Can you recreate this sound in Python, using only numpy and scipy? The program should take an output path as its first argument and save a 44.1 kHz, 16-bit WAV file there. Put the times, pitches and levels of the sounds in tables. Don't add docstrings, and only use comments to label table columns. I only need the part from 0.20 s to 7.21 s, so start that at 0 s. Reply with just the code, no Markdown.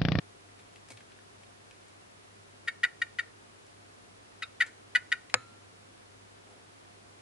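import sys
import numpy as np
from scipy import signal
from scipy.fft import rfft, irfft
from scipy.io import wavfile
from scipy.ndimage import uniform_filter1d

SR = 44100
rng = np.random.default_rng(int(sys.argv[2]) if len(sys.argv) > 2 else 0)


def put_to_file(sound):
    columns = np.atleast_2d(sound).T
    safe = np.clip(columns, -1, 1)
    whole_steps = np.round(safe * 32767)
    wavfile.write(sys.argv[1], SR, whole_steps.astype(np.int16))


N = 309141
T = np.arange(N) / SR
TOP_HZ = 11200

# pitch_hz, gain_db
ROOM_TONE = [(15, -44), (25, -24), (44, -10.5), (69, -12.5), (100, -9.5), (130, -9.5), (197, -8.5),
             (400, -8.5), (721, -14), (1200, -14.5), (11000, -26.5), (14300, -125)]
# pitch_hz, gain_db
ROOM_WIDTH = [(60, -3.5), (110, -6), (190, 0), (350, 1.5), (620, 6.5), (1110, 5.5), (1990, 4), (3580, 2.5),
              (6410, 1), (11500, 0)]
# pitch_hz, level_db, waver_share
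HUM_TONES = [(100, -65.7, .28), (400, -76, .4), (707, -76, .3)]
# start_s, level_db, pitch_hz, length_s
BELLY_SLIDES = [(0.39, -61.5, 2300, 0.023), (6.27, -64.5, 520, 0.12)]
# start_s, level_db, pitch_hz
TOE_TICKS = [(0.557, -53.5, 2400), (0.772, -51.5, 2720), (0.806, -54.5, 1730), (0.918, -57.5, 2600),
             (0.988, -56, 1600), (1.234, -56, 2470), (1.510, -53, 2300), (5.098, -49, 2270)]
# start_s, level_db, length_s
FOOT_SCUFFS = [(0.687, -52, 0.0046), (0.703, -48.5, 0.016), (0.718, -50, 0.0056), (1.682, -58, .005),
               (3.466, -61, .008), (4.463, -52, 0.013)]
# pitch_hz, gain_db
GRIT_TONE = [(300, 7.5), (1500, -4.5), (4000, -6), (5500, -5), (7500, -2), (9000, -5.5), (11000, -11)]
# pitch_hz, gain_db
ECHO_WIDTH = [(500, 3), (2000, -6), (5000, -2)]
# start_s, level_db
FLOOR_THUDS = [(0.713, -47), (0.75, -61), (5.141, -42.5)]
# start_s, length_s, pitch_hz, level_db
TOAD_CHIRPS = [(2.475, 0.018, 472.2, -29), (2.632, .019, 476, -22.5), (2.817, 0.0087, 475.6, -24),
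               (2.9866, .013, 487, -26), (4.2214, 0.0051, 501, -32), (4.2249, 0.013, 1327, -35.5),
               (4.403, .023, 483.2, -22.5), (4.7501, 0.019, 490.8, -21), (4.9177, 0.011, 491.6, -21)]
# pitch_hz, width_hz, gain_db
THROAT_RINGS = [(1570, 294, -10.5), (1878, 390, 1.5), (2350, 280, -24.5), (2850, 430, -11.5),
                (3723, 134, -11), (4610, 235, -17.5), (6850, 480, -26.5), (9640, 4600, -31),
                (927, 370, -26.5)]
# pitch_hz, gain_db
SIDEWAYS_TONE = [(1500, 5.5), (1800, 2.5), (1950, -5), (2200, 7), (3300, -8), (5000, -1.5)]
# start_s, level_db
DISH_HITS = [(5.1414, 12.5), (5.1437, 1.5), (5.1455, -1)]
# pitch_hz, gain_db
HIT_TONE = [(60, -70), (200, -14), (400, -23), (650, -3), (1050, 1), (1700, 5.5), (2600, 4), (3400, 0),
            (4500, 3), (6200, -6), (7400, -5.5), (9000, -13.5), (11000, -15)]
# pitch_hz, level_db, fade_s
DISH_RINGS = [(510, -30.5, .08), (600, -28, .04), (1110, -29, .03), (1680, -18, .02), (2450, -21, .025),
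              (7330, -27, .014), (264, -62, .7), (1281, -40, .25), (1372, -53, .85), (1728, -43, .16),
              (1798, -46, .17), (2584, -62, .55), (3828, -53, .2), (4102, -61, .7), (6939, -51.5, .25)]
# pitch_hz, gain_db
DISH_ECHO_TONE = [(2000, 5.0), (5000, -21)]


def amp(db):
    return 10 ** (np.asarray(db) / 20)


def unit(x):
    return x / np.sqrt(np.mean(x ** 2))


def fade(fade_s, t):
    return np.exp(-np.log(1000) * t / fade_s)


def curve_db(points, hz):
    pitches, gains = np.transpose(points)
    return np.interp(np.log(hz + 1), np.log(pitches), gains)


def colour(x, points, size=8192):
    cepstrum = irfft(np.log(amp(curve_db(points, np.fft.rfftfreq(size, 1 / SR)))))
    response = irfft(np.exp(rfft(2 * cepstrum[:size // 2], size) - cepstrum[0]))
    return signal.fftconvolve(x, response[:size // 2])[:len(x)]


def resonate(x, hz, q):
    return signal.lfilter(*signal.iirpeak(hz, q, fs=SR), x)


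def add(track, start_s, sound):
    start = int(start_s * SR)
    track[..., start:start + sound.shape[-1]] += sound[..., :N - start]


def room_noise(level_db=-60):
    hz = np.fft.rfftfreq(N, 1 / SR)
    mid, side = rfft(rng.standard_normal((2, N))) * amp(curve_db(ROOM_TONE, hz))
    mid = irfft(mid, N)
    side = irfft(side * amp(curve_db(ROOM_WIDTH, hz)), N)
    return amp(level_db) * np.array([mid + side, mid - side]) / np.std(mid)


def appliance_hum(waver_hz=9):
    out, hz = np.zeros(N), np.fft.rfftfreq(N, 1 / SR)
    keep_slow = 1 / (1 + (hz / waver_hz) ** 2)
    for pitch_hz, db, waver in HUM_TONES:
        sway = [unit(irfft(rfft(rng.standard_normal(N)) * keep_slow, N)) for _ in range(2)]
        drift = 1 + waver * (sway[0] + 1j * sway[1])
        out += amp(db) * unit(np.real(drift * np.exp(2j * np.pi * pitch_hz * T)))
    return out


def soil_touch(db, hz, length_s=0.0059, q=3, grit_db=-14, grain_db=4, heavy_db=-48):
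    t = T[:SR // 3]
    grains = rng.standard_normal(len(t)) * amp(grain_db * rng.standard_normal(len(t)))
    grains *= np.exp(-(t / length_s) ** 2)
    low_cut_hz = min(350 * 2 ** (.35 * (heavy_db - db)), TOP_HZ / 2)
    grit = signal.lfilter(*signal.butter(1, low_cut_hz, "high", fs=SR), colour(grains, GRIT_TONE))
    sound = unit(resonate(grains, hz, q)) + amp(grit_db) * unit(grit)
    return amp(db) * sound / np.sqrt(np.sum(sound ** 2) / (length_s * SR))


def shuffling(strays_per_s=1.2, stray_db=-65, stray_hz=2180):
    out = np.zeros(N)
    for start_s, db, hz in TOE_TICKS:
        add(out, start_s, soil_touch(db, hz))
    for start_s, db, length_s in FOOT_SCUFFS:
        add(out, start_s, soil_touch(db, hz=2300, length_s=length_s, q=8.9, grit_db=9))
    for start_s, db, hz, length_s in BELLY_SLIDES:
        add(out, start_s, soil_touch(db, hz, length_s, q=1.3, grit_db=-11))
    for when, weight, pitch in rng.uniform(-1, 1, (int(strays_per_s * N / SR), 3)):
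        tick = soil_touch(stray_db + 2 * weight, stray_hz * 2 ** (0.19 * pitch))
        add(out, abs(when) * T[-1], tick)
    return out


def direct_sound(x, pan_db, lag_s):
    hz = np.fft.rfftfreq(len(x), 1 / SR)
    late = irfft(rfft(x) * np.exp(-2j * np.pi * hz * lag_s), len(x))
    return np.array([late * amp(pan_db / 2), x * amp(-pan_db / 2)])


def echoes(x, tank_db, room_db, tank_fade_s=0.04, room_fade_s=0.3):
    t = T[:SR // 2]
    tank = amp(tank_db) * unit(fade(tank_fade_s, t) * (t > .004))
    room = amp(room_db) * unit(fade(room_fade_s, t) * (t > .012))
    mid, side = rng.standard_normal((2, len(t))) * (tank + room) / np.sqrt(len(t))
    side = colour(side, ECHO_WIDTH)
    return np.array([signal.fftconvolve(x, wall)[:len(x)] for wall in (mid + side, mid - side)])


def tank_floor(hz=113, fade_s=0.27, rise_s=0.018):
    out, t = np.zeros(N), T[:SR]
    boom = np.sin(2 * np.pi * hz * t) * fade(fade_s, t) * (1 - np.exp(-t / rise_s))
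    for start_s, db in FLOOR_THUDS:
        add(out, start_s, amp(db) * boom)
    return out


def effort(t, length_s, swell_db=8.5, ease_db_per_s=307, close_s=0.002, catch_s=0.014):
    swell_s = min(0.0079, length_s / 2)
    arch_db = swell_db * np.minimum(t / swell_s - 1, 0) - ease_db_per_s * np.maximum(t - swell_s, 0)
    closing = np.clip((length_s - t) / close_s, 0, 1)
    catch = 1 - 0.74 * np.exp(-((t - catch_s) / 0.0033) ** 2)
    return amp(arch_db) * closing * catch


def chirp(length_s, pitch_hz, db, wobble_share=0.046, shake_db=2.5, hiss_db=-10, usual_hz=496):
    t = T[:SR // 10]
    wobble, shake = (unit(uniform_filter1d(row, size=70)) for row in rng.standard_normal((2, len(t))))
    hz = pitch_hz * np.interp(t / length_s, [0, .5, 1], [0.99, 1, 0.953])
    cycles = np.cumsum(hz * (1 + wobble_share * wobble)) / SR - .1
    pulses = sum(np.cos(2 * np.pi * k * cycles) for k in range(1, int(TOP_HZ / pitch_hz)))
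    air = np.exp(-2 * (cycles % 1)) * rng.standard_normal(len(t))
    loudness = effort(t, length_s) * amp(shake_db * shake)
    source = loudness * (unit(pulses) + amp(hiss_db) * unit(air))
    voice = np.zeros(len(t))
    for ring_hz, width_hz, gain_db in THROAT_RINGS:
        q = ring_hz / width_hz
        voice += amp(gain_db) * resonate(resonate(source, ring_hz, q), ring_hz, q)
    treble_db = 2 + 6 * np.log2(pitch_hz / usual_hz)
    voice = colour(voice, [(2000, 0), (4000, treble_db), (7000, 0)])
    return amp(db) * voice / np.sqrt(np.sum(voice ** 2) / (length_s * SR))


def toads():
    out = np.zeros((2, N))
    for start_s, length_s, pitch_hz, db in TOAD_CHIRPS:
        voice = np.pad(chirp(length_s, pitch_hz, db), (0, SR // 2))
        echo = echoes(colour(voice, SIDEWAYS_TONE), tank_db=-8, room_db=-21.5)
        add(out, start_s, direct_sound(voice, pan_db=3, lag_s=.00004) + echo)
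    return out


def knock(crunch_db=-18, crunch_fade_s=.02):
    push, t = np.zeros(N), T[:SR]
    for start_s, db in DISH_HITS:
        add(push, start_s, amp([db]))
    crunch = amp(crunch_db) * rng.standard_normal(len(t)) * fade(crunch_fade_s, t)
    add(push, DISH_HITS[0][0], crunch)
    return colour(push, HIT_TONE)


def dish():
    out, t = np.zeros(N), T[:2 * SR]
    for hz, db, fade_s in DISH_RINGS:
        add(out, DISH_HITS[0][0], amp(db) * np.sin(2 * np.pi * hz * t) * fade(fade_s, t))
    return out


def scene():
    voices = toads()
    background = room_noise() + appliance_hum()
    hit, ring = knock(), dish()
    clunk = direct_sound(hit, pan_db=2, lag_s=.0001) + ring
    clunk += echoes(colour(hit + ring, DISH_ECHO_TONE), tank_db=-20, room_db=-30.5)
    touches = shuffling()
    soil = direct_sound(touches, pan_db=3.5, lag_s=.00003) + echoes(touches, tank_db=-8, room_db=-12)
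    return background + soil + tank_floor() + voices + clunk


def record(dry, ceiling=.62):
    rounded = dry / (1 + (dry / ceiling) ** 8) ** (1 / 8)
    return signal.sosfilt(signal.ellip(11, .2, 90, TOP_HZ, fs=SR, output="sos"), rounded)


dry = scene()
out = record(dry)
put_to_file(out)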